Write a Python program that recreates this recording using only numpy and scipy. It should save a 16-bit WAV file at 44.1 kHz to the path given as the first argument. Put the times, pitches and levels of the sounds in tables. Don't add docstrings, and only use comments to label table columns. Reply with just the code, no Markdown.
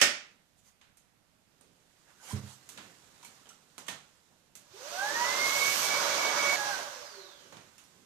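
import sys
import numpy as np
from scipy import signal
from scipy.fft import rfft, irfft, next_fast_len
from scipy.io import wavfile
from scipy.ndimage import uniform_filter1d

SR = 44100
rng = np.random.default_rng(int(sys.argv[2]) if len(sys.argv) > 2 else 0)


def attenuation_scalar(level_db):
    decades = np.asarray(level_db, float) / 20
    return 10 ** decades


def transcribe(u):
    v = np.clip(np.atleast_2d(u).T, -1, 1)
    q = np.round(v * 32767).astype(np.int16)
    wavfile.write(sys.argv[1], SR, q)


N = 355269
SKIP_S = 6.56
BLADES = 11
FULL_SPEED_HZ = 1130

# pitch_hz, likeness
PORT_LIKENESS = [(60, 0.89), (150, 0.89), (380, 0.77), (940, 0.33), (2350, 0.07), (5880, -0.082),
                 (14700, 0.66)]
# pitch_hz, level_db
LEFT_MINUS_RIGHT = [(60, -7.0), (150, -8), (380, -8.0), (940, -8), (2350, -6), (5880, -10), (14700, -22.5)]
# pitch_hz, level_db (per Hz)
HUSH_COLOUR = [(12, -28), (20, 2), (48, -8.5), (177, -2.5), (416, -16.5), (563, -9), (1220, -15.5),
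               (1360, -13.5), (6930, -22.5), (13400, -28), (14600, -34.5)]

# start_s, level_db
CLOTH_MOVEMENT = [
    [(.3, -76), (.45, -79.5), (1.21, -83), (1.68, -74.5), (2.14, -69.5), (2.26, -64), (2.37, -53),
     (2.41, -60.5), (2.48, -59), (2.55, -66), (2.84, -61.5), (3.01, -65.5), (3.37, -63.5), (3.52, -69.5),
     (3.9, -68.5), (4.72, -76.5)],
    [(7.4, -66), (8.06, -67.5)],
]
# pitch_hz, level_db (per Hz)
SHUFFLE_COLOUR = [(29, -60), (50, -50), (96, -3.5), (144, -5), (226, -9.5), (520, -10.5), (680, -49),
                  (1140, -120)]
# pitch_hz, level_db (per Hz)
RUB_COLOUR = [(280, -44), (480, -18.5), (654, -8.5), (1010, -7), (1940, -8), (2600, -13.5), (2800, -13),
              (3640, -44), (6160, -120)]
# pitch_hz, level_db (per Hz)
RUSTLE_COLOUR = [(1530, -37), (2600, -2), (3400, 0.5), (5310, -0.5), (6990, 1), (11800, -12.5),
                 (13800, -11.5), (14600, -9)]
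# level_db (medium movement), share of movement
FABRIC_LAYERS = [
    (-66, .9),
    (-62, 1.3),
    (-59.5, 1.08),
]
# start_s (centre), level_db, half_length_s
WEIGHT_SHIFTS = [
    (.3, -74.5, 0.055),
    (1.679, -74.5, 0.078),
    (2.387, -54, .03),
    (2.847, -65, 0.058),
    (4.628, -76.5, 0.063),
    (7.546, -66.5, 0.088),
    (8.05, -72, 0.085),
]
# start_s (centre), bright_db, dull_db, half_length_s
SWISHES = [
    (0.593, -70, -90, .015),
    (.68, -66, -74.5, 0.029),
    (2.109, -72, -67, 0.028),
    (2.267, -54.5, -57, 0.034),
    (2.32, -48, -52, 0.019),
    (2.512, -57.5, -65.5, 0.043),
    (5.856, -35.5, -62, .01),
]
# pitch_hz, level_db (per Hz)
BRUSH_COLOUR = [(1760, -37), (3000, -6), (5120, -8.5), (5790, -5), (6300, -2), (8470, -8), (14000, -19)]

# start_s, level_db
KNEE_THUMPS = [
    (2.328, -26.5),
    (2.431, -39.5),
    (3.79, -66),
    (3.89, -73),
    (4.7, -64),
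    (7.524, -65),
]
# pitch_hz, level_db, t60_s
SEAT_MODES = [(94.7, 0.5, 0.22), (128.6, -7.5, 0.39), (204.4, -5.5, 0.233), (327, -24, 0.26),
              (416, -20.5, 0.22)]

# start_s, crack_db, thud_db, body_db, tilt_db (brightness per band)
SMALL_TICKS = [(0.813, -58.5, -78, -67, -7.5), (0.971, -51, -72, -67, 5), (1.609, -57, -65, -68.5, 0.5),
               (2.69, -33.5, -71.5, -51.5, 4.5), (2.775, -39, -56, -53, -6.5), (3.228, -52, -68, -59, -2),
               (3.248, -34, -61, -55.5, 5.5), (3.456, -58, -64, -69, -7), (3.47, -38, -66, -73, -5),
               (3.49, -46, -70, -58.5, 1), (3.78, -30, -49.5, -50.5, 1), (3.865, -52, -67, -56.5, -1),
               (3.882, -38, -44.5, -41.5, -1.5), (4.31, -63, -63, -83, 3), (4.553, -40, -64.5, -53.5, 5.2),
               (7.524, -46, -47.5, -58.5, -5.5), (7.569, -32, -59, -63.5, -8),
               (7.781, -43, -77, -59.5, 1.5), (7.839, -46.5, -77, -69, 2.1)]
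OPENING_SNAP = [
    (0.014, -9, -32, -22, -1.5),
]
EARLIER_TICK = (0.0, -63, -49, -41, -6.5)
# pitch_hz, level_db (per Hz)
SNAP_COLOUR = [(120, -39.5), (200, -10), (231, -9.5), (509, -14), (577, -1.5), (666, -26.5), (755, -11.5),
               (953, -19.5), (1440, -5.5), (1630, -9.5), (1820, -2.5), (3350, -6.5), (4080, -10),
               (5440, -2), (14600, -25.5)]
# pitch_hz, level_db (per Hz)
TICK_COLOUR = [(59, -47), (100, -17), (172, -3.5), (261, -12), (564, -9.5), (1810, -12), (4830, -10.5),
               (6210, -5), (14600, -14.5)]
# centre pitch_hz, room t60_s
TICK_BANDS = [(500, .42), (1900, 0.43), (5300, 0.38), (10500, .23)]
# start_s, pitch_hz, level_db, t60_s
PART_MODES = [(.018, 572, -34, .3), (.016, 1830, -21, 0.089), (.016, 2176, -22, 0.057),
              (.016, 5315, -25.5, 0.19), (.972, 8700, -59, .03), (1.611, 8600, -55, 0.027),
              (3.231, 950, -56, 0.16), (2.31, 995, -46, .1), (3.25, 2270, -51.5, 0.07),
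              (3.457, 3100, -58, 0.062), (3.495, 2900, -57, .08), (.016, 1480, -30, .15),
              (.016, 3005, -28.5, .1), (2.2, 1500, -60, .15), (3.25, 4200, -51, .05),
              (3.492, 5850, -50, .05), (3.492, 7700, -53, .05), (3.505, 1340, -57.5, .12),
              (3.884, 3300, -39, 0.044), (3.886, 1833, -37.5, .06), (7.79, 2800, -62, 0.18)]

# pitch_hz, level_db (per Hz)
ROAR_COLOUR = [(35, -64), (60, -63), (160, -11), (258, -41), (322, -12.5), (454, -13), (576, -4.5),
               (741, -8.5), (1140, -3), (1840, -10), (2100, -9.5), (2730, -38), (4620, -120)]
# pitch_hz, level_db (per Hz)
HISS_COLOUR = [(1410, -12), (2400, -1.5), (2620, -2), (4490, -0.5), (4970, -0.5), (6030, 0), (6610, -1.5),
               (7600, -14.5), (9880, -68), (16700, -120)]
# pitch_hz, level_db (per Hz)
FIZZ_COLOUR = [(4350, -33), (7400, 6), (9000, 2), (10300, -3.5), (12800, -2), (13700, 0), (14400, -8),
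               (14700, -20)]
# pitch_hz, width_hz, level_db
DUCT_MODES = [(950, 92, -19.5), (1136, 150, -25), (1492, 180, -15), (1651, 140, -15.5)]
# pitch_hz, width_hz, level_db
VENT_MODES = [(5950, 350, -19), (6650, 350, -21)]
# level_db (full speed), power of speed, share of the nozzle gap
FLOW_LAYERS = [
    (-32, 2.7, -.7),
    (-35, 2.6, .3),
    (-43.5, 2.6, 1.05),
    (-44, 1.9, -2.1),
]
FLOW_COAST_DB = [4.1, 1.56, -0.3, 3]
# start_s, level_db
NOZZLE_GAP = [
    [(4.6, 1), (5.3, -2), (5.53, 1.5), (5.78, 3.5), (5.865, 1.5), (5.91, -1.7), (6.01, -1.5), (6.36, -4.1),
     (6.41, -3), (6.558, -2)],
    [(6.562, 0.34), (7.7, 0.9)],
]

# start_s, pitch_hz
SHAFT_SPEED = [
    [(4.62, 258), (4.73, 358), (4.9, 650), (5.03, 808), (5.17, 930), (5.33, 1033), (5.5, 1089),
     (5.82, 1138), (6.02, 1126), (6.558, 1120)],
    [(6.562, 833), (6.69, 828), (6.75, 770), (6.9, 558), (7.014, 481), (7.2, 381), (7.4, 290), (7.7, 200)],
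]
# pitch_hz, level_db
BLADE_COLOUR = [(2400, -94), (3100, -83), (4100, -72), (5900, -73), (6800, -80), (11000, -79), (11700, -57),
                (12500, -55)]
# pitch_hz, width_hz, level_db
HOUSING_MODES = [(384, 40, -31), (532, 140, -41.5), (700, 130, -38.5), (819, 34, -30), (961, 42, -32),
                 (1107, 43, -48), (1556, 103, -26), (1685, 190, -31.5), (1854, 230, -33), (2132, 40, -30),
                 (2226, 99, -33)]
# start_s (centre), level_db, half_length_s
PATH_NULLS = [
    (5.125, -9, 0.015),
    (5.301, 4.5, .04),
    (5.782, -23, 0.029),
    (6.037, -19, 0.033),
    (6.14, -4, 0.088),
    (6.34, -14.5, 0.033),
    (7.09, -10, 0.041),
]
TONE_COAST_DB = [-4.5, -4, 8.5]


def evened(x):
    return x / np.sqrt(np.mean(x ** 2) + 1e-20)


def read(points, hz):
    f, value = np.transpose(points)
    return np.interp(np.log(hz + 1), np.log(f + 1), value)


def curves(tables, silent):
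    t = np.arange(N) / SR
    out = np.full((len(tables[0][0]) - 1, N), float(silent))
    for rows in tables:
        s, *columns = np.transpose(rows)
        inside = (t >= s[0] - .002) & (t < s[-1] + .002)
        out[:, inside] = [np.interp(t[inside], s, c) for c in columns]
    return out


def drift(hz):
    return evened(signal.lfilter(*signal.butter(2, hz, fs=SR), rng.standard_normal(N)))


def bump(s, half):
    return np.exp(-.5 * ((np.arange(N) / SR - s) / half) ** 2)


def ports(hz):
    lag_s = 4 / SR
    side = attenuation_scalar(read(LEFT_MINUS_RIGHT, hz) / 2)
    left = side * np.exp(-2j * np.pi * hz * lag_s)
    return np.array([left, 1 / side]) * 2 / (side + 1 / side)


def noise(colour_db, patchy_db, like=1.0):
    frames, hz = N // 128 + 5, np.fft.rfftfreq(512, 1 / SR)
    a, b, c, d, patches = rng.standard_normal((frames, 257, 5), dtype=np.float32).T
    patches = uniform_filter1d(patches, size=6, axis=0)
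    patches = evened(uniform_filter1d(patches, size=16, axis=1))
    same = np.clip(like * read(PORT_LIKENESS, hz), 0, 1)[:, None]
    left = a + 1j * b
    right = same * left + np.sqrt(1 - same ** 2) * (c + 1j * d)
    z = np.array([left, right]) * ports(hz)[..., None]
    z = z * attenuation_scalar(colour_db(hz)[:, None] + patchy_db * patches)
    x = signal.istft(z, nperseg=512, noverlap=384)[1][:, :N]
    return x / np.sqrt(np.mean(x.mean(0) ** 2))


def shaped(points, patchy_db, like=0.94):
    return noise(lambda hz: read(points, hz), patchy_db, like)


def ring(x, hz, width_hz):
    b, a = signal.iirpeak(hz, hz / width_hz, fs=SR)
    y = signal.lfilter(b, a, signal.lfilter(b, a, x))
    return y / np.sqrt(np.mean(y.mean(0) ** 2))


def room(x, t60):
    t = np.arange(SR // 2) / SR
    tail = rng.standard_normal((2, len(t))) * attenuation_scalar(-60 * t / t60) * (t > .004)
    tail = signal.lfilter(*signal.butter(2, 9000, fs=SR), tail / np.linalg.norm(tail[0]))
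    return signal.fftconvolve(x, tail, axes=1)[:, :N]


def hush():
    return attenuation_scalar(-72.5) * shaped(HUSH_COLOUR, 1.2, like=0.38)


def cloth():
    move_db = curves(CLOTH_MOVEMENT, silent=-140)[0] + 60
    shuffle_db, rub_db, rustle_db = (db + share * move_db for db, share in FABRIC_LAYERS)
    grains = attenuation_scalar(0.57 * drift(91))
    shifts = sum(attenuation_scalar(db) * bump(s, half) for s, db, half in WEIGHT_SHIFTS)
    shuffle = shaped(SHUFFLE_COLOUR, 1.5) * (attenuation_scalar(shuffle_db) + shifts)
    rub = attenuation_scalar(rub_db) * shaped(RUB_COLOUR, 1.1)
    rustle = attenuation_scalar(rustle_db) * shaped(RUSTLE_COLOUR, 1.0)
    return shuffle + grains * (rub + rustle)


def swishes():
    bright = sum(attenuation_scalar(bright_db) * bump(s, half) for s, bright_db, dull_db, half in SWISHES)
    dull = sum(attenuation_scalar(dull_db) * bump(s, half) for s, bright_db, dull_db, half in SWISHES)
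    return bright * shaped(BRUSH_COLOUR, 2.7) + dull * shaped(RUB_COLOUR, 3.3)


def thumps():
    out, t = np.zeros(N + SR), np.arange(SR // 2) / SR
    body = np.zeros(len(t))
    for k, (hz, db, t60) in enumerate(SEAT_MODES):
        body += (-1) ** k * attenuation_scalar(db - 60 * t / t60) * np.sin(2 * np.pi * hz * t)
    blow = body * (1 - np.exp(-t / 0.0025))
    for s, db in KNEE_THUMPS:
        out[int(s * SR):][:len(t)] += attenuation_scalar(db) * blow
    return out[:N] * attenuation_scalar(np.array([[-5.2], [3.2]]))


def band_levels(table):
    return np.array([(s, crack_db, thud_db, db - tilt_db, db, db + tilt_db)
                     for s, crack_db, thud_db, db, tilt_db in table])


def decay(x, t60):
    return signal.lfilter([1], [1, -attenuation_scalar(-120 / (t60 * SR))], x)


def ticks(table, colour, crack_db, build_hz):
    rows, out = band_levels(table), np.zeros((2, N))
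    starts = (rows[:, 0] * SR).astype(int)
    size = next_fast_len(N)
    hz, spectrum = np.fft.rfftfreq(size, 1 / SR), rfft(shaped(colour, 0.59), size)
    place = read([(f, k) for k, (f, t60) in enumerate(TICK_BANDS)], hz)
    crack_db = rows[:, 1] - rows[:, 2:].max(1) + crack_db
    for k, (centre_hz, t60) in enumerate(TICK_BANDS):
        weight = np.cos(np.pi / 2 * np.clip(place - k, -1, 1))
        band = irfft(spectrum * weight, size)[:, :N]
        blows, cracks = np.zeros((2, N))
        blows[starts] = attenuation_scalar(2 * rows[:, 2 + k])
        cracks[starts] = attenuation_scalar(2 * (rows[:, 2 + k] + crack_db + 1.2 * k))
        power = attenuation_scalar(-10.0) * decay(blows, t60) + attenuation_scalar(-10.5) * decay(blows, 0.037) + decay(cracks, 0.0066)
        rise = 1 / (1 + (build_hz / centre_hz) ** 0.54)
        power = signal.lfilter([rise], [1, rise - 1], power)
        out += np.sqrt(abs(power)) * band / band.mean(0).std()
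    return out


def rings():
    out, t = np.zeros((2, N + SR)), np.arange(SR // 4) / SR
    for s, hz, db, t60 in PART_MODES:
        pair = np.exp(2j * np.pi * hz * t) + .6 * np.exp(2j * np.pi * hz * 1.045 * t)
        out[:, int(s * SR):][:, :len(t)] += attenuation_scalar(db - 60 * t / t60) * (ports(hz)[:, None] * pair).imag
    direct = out[:, :N]
    return direct + attenuation_scalar(-3.5) * room(direct, 0.31)


def spin():
    start_s, start_db, rise_s = 4.72, -25, .015
    speed = uniform_filter1d(curves(SHAFT_SPEED, silent=0)[0], size=200)
    soft_db = start_db / (1 + np.exp(np.clip((np.arange(N) / SR - start_s) / rise_s, -50, 50)))
    return speed, 20 * np.log10(speed / FULL_SPEED_HZ + 1e-4), soft_db


def flow_levels():
    speed, speed_db, soft_db = spin()
    off, gap_db = np.arange(N) > SKIP_S * SR, curves(NOZZLE_GAP, silent=0)[0]
    pace_db = speed_db + 0.073 * soft_db
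    return [db + power * pace_db + share * gap_db + off * coast_db
            for (db, power, share), coast_db in zip(FLOW_LAYERS, FLOW_COAST_DB)]


def air():
    roar_db, hiss_db, fizz_db, whistle_db = flow_levels()
    gust_db = 0.27 * drift(27.5)
    roar = signal.lfilter(*signal.butter(3, 190, "high", fs=SR), shaped(ROAR_COLOUR, 1.37))
    roar = roar + sum(attenuation_scalar(db) * ring(roar, hz, width) for hz, width, db in DUCT_MODES)
    hiss = shaped(HISS_COLOUR, 1.0)
    hiss = hiss + sum(attenuation_scalar(db) * ring(hiss, hz, width) for hz, width, db in VENT_MODES)
    fizz = shaped(FIZZ_COLOUR, 1.1)
    whistle = ring(shaped(ROAR_COLOUR, 0.48), 574.6, width_hz=29)
    flow = attenuation_scalar(roar_db - 5.0) * roar + attenuation_scalar(hiss_db + 0.15) * hiss + attenuation_scalar(fizz_db + 0.86) * fizz
    return flow * attenuation_scalar(gust_db) + attenuation_scalar(whistle_db - 3.0) * whistle


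def housing_db(hz):
    return 20 * np.log10(sum(attenuation_scalar(db) / (1 + (2 * (hz - f) / width) ** 2) ** 1.06
                             for f, width, db in HOUSING_MODES))


def tone_levels(speed, speed_db):
    nulls_db = sum(db * bump(s, half) for s, db, half in PATH_NULLS)
    gap_db = curves(NOZZLE_GAP, silent=0)[0]
    off = np.arange(N) > SKIP_S * SR
    shaft, second = [housing_db(k * speed) + 2.1 * speed_db + nulls_db for k in (1, 2)]
    shaft = shaft + 1.2 * gap_db
    second = second - 10 * np.log10(1 + (1500 / (2 * speed + 1)) ** 8)
    blade = read(BLADE_COLOUR, BLADES * speed) + 2.8 * gap_db - 60 * (speed < 200)
    return [level + off * db for level, db in zip((shaft, second, blade), TONE_COAST_DB)]


def motor():
    speed, speed_db, soft_db = spin()
    levels_db = tone_levels(speed, speed_db) + soft_db
    turns = np.cumsum(speed * (1 + 0.00024 * drift(28))) / SR
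    tones = attenuation_scalar(levels_db[1] - 21) * ports(4 * speed) * np.exp(8j * np.pi * turns)
    tones += attenuation_scalar(levels_db[2] - 12) * ports(5 * speed) * (1 + drift(60)) * np.exp(10j * np.pi * turns)
    blur = .15 + 1.3 * (np.arange(N) > SKIP_S * SR)
    for order, db, waver, pace_hz in zip((1, 2, BLADES), levels_db, (.5, .27, blur), (22, 24, 150)):
        paths = 1 + waver * np.array([drift(pace_hz) + 1j * drift(pace_hz) for port in range(2)])
        tones += attenuation_scalar(db) * ports(order * speed) * paths * np.exp(2j * np.pi * order * turns)
    direct = tones.real
    before = np.arange(N) < SKIP_S * SR
    tail = before * room(direct * before, 0.41) + room(direct * ~before, 0.91)
    return attenuation_scalar(2.5) * direct + attenuation_scalar(-4) * tail


def scene():
    snap = ticks([EARLIER_TICK] + OPENING_SNAP, SNAP_COLOUR, crack_db=-19.5, build_hz=20050000.0)
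    touches = ticks(SMALL_TICKS, TICK_COLOUR, crack_db=-15.5, build_hz=1e6)
    return cloth() + swishes() + thumps() + snap + touches + rings() + air() + motor()


def low_pass(x):
    return signal.sosfilt(signal.butter(12, 15300, fs=SR, output="sos"), x)


def record(dry):
    cut = signal.sosfilt(signal.butter(4, 88, "high", fs=SR, output="sos"), dry)
    edge = signal.firwin(511, 14320, window=("kaiser", 9), fs=SR)
    mix = signal.oaconvolve(cut + hush(), edge[None], "same")
    return low_pass(mix)


dry = scene()
out = record(dry)
transcribe(out)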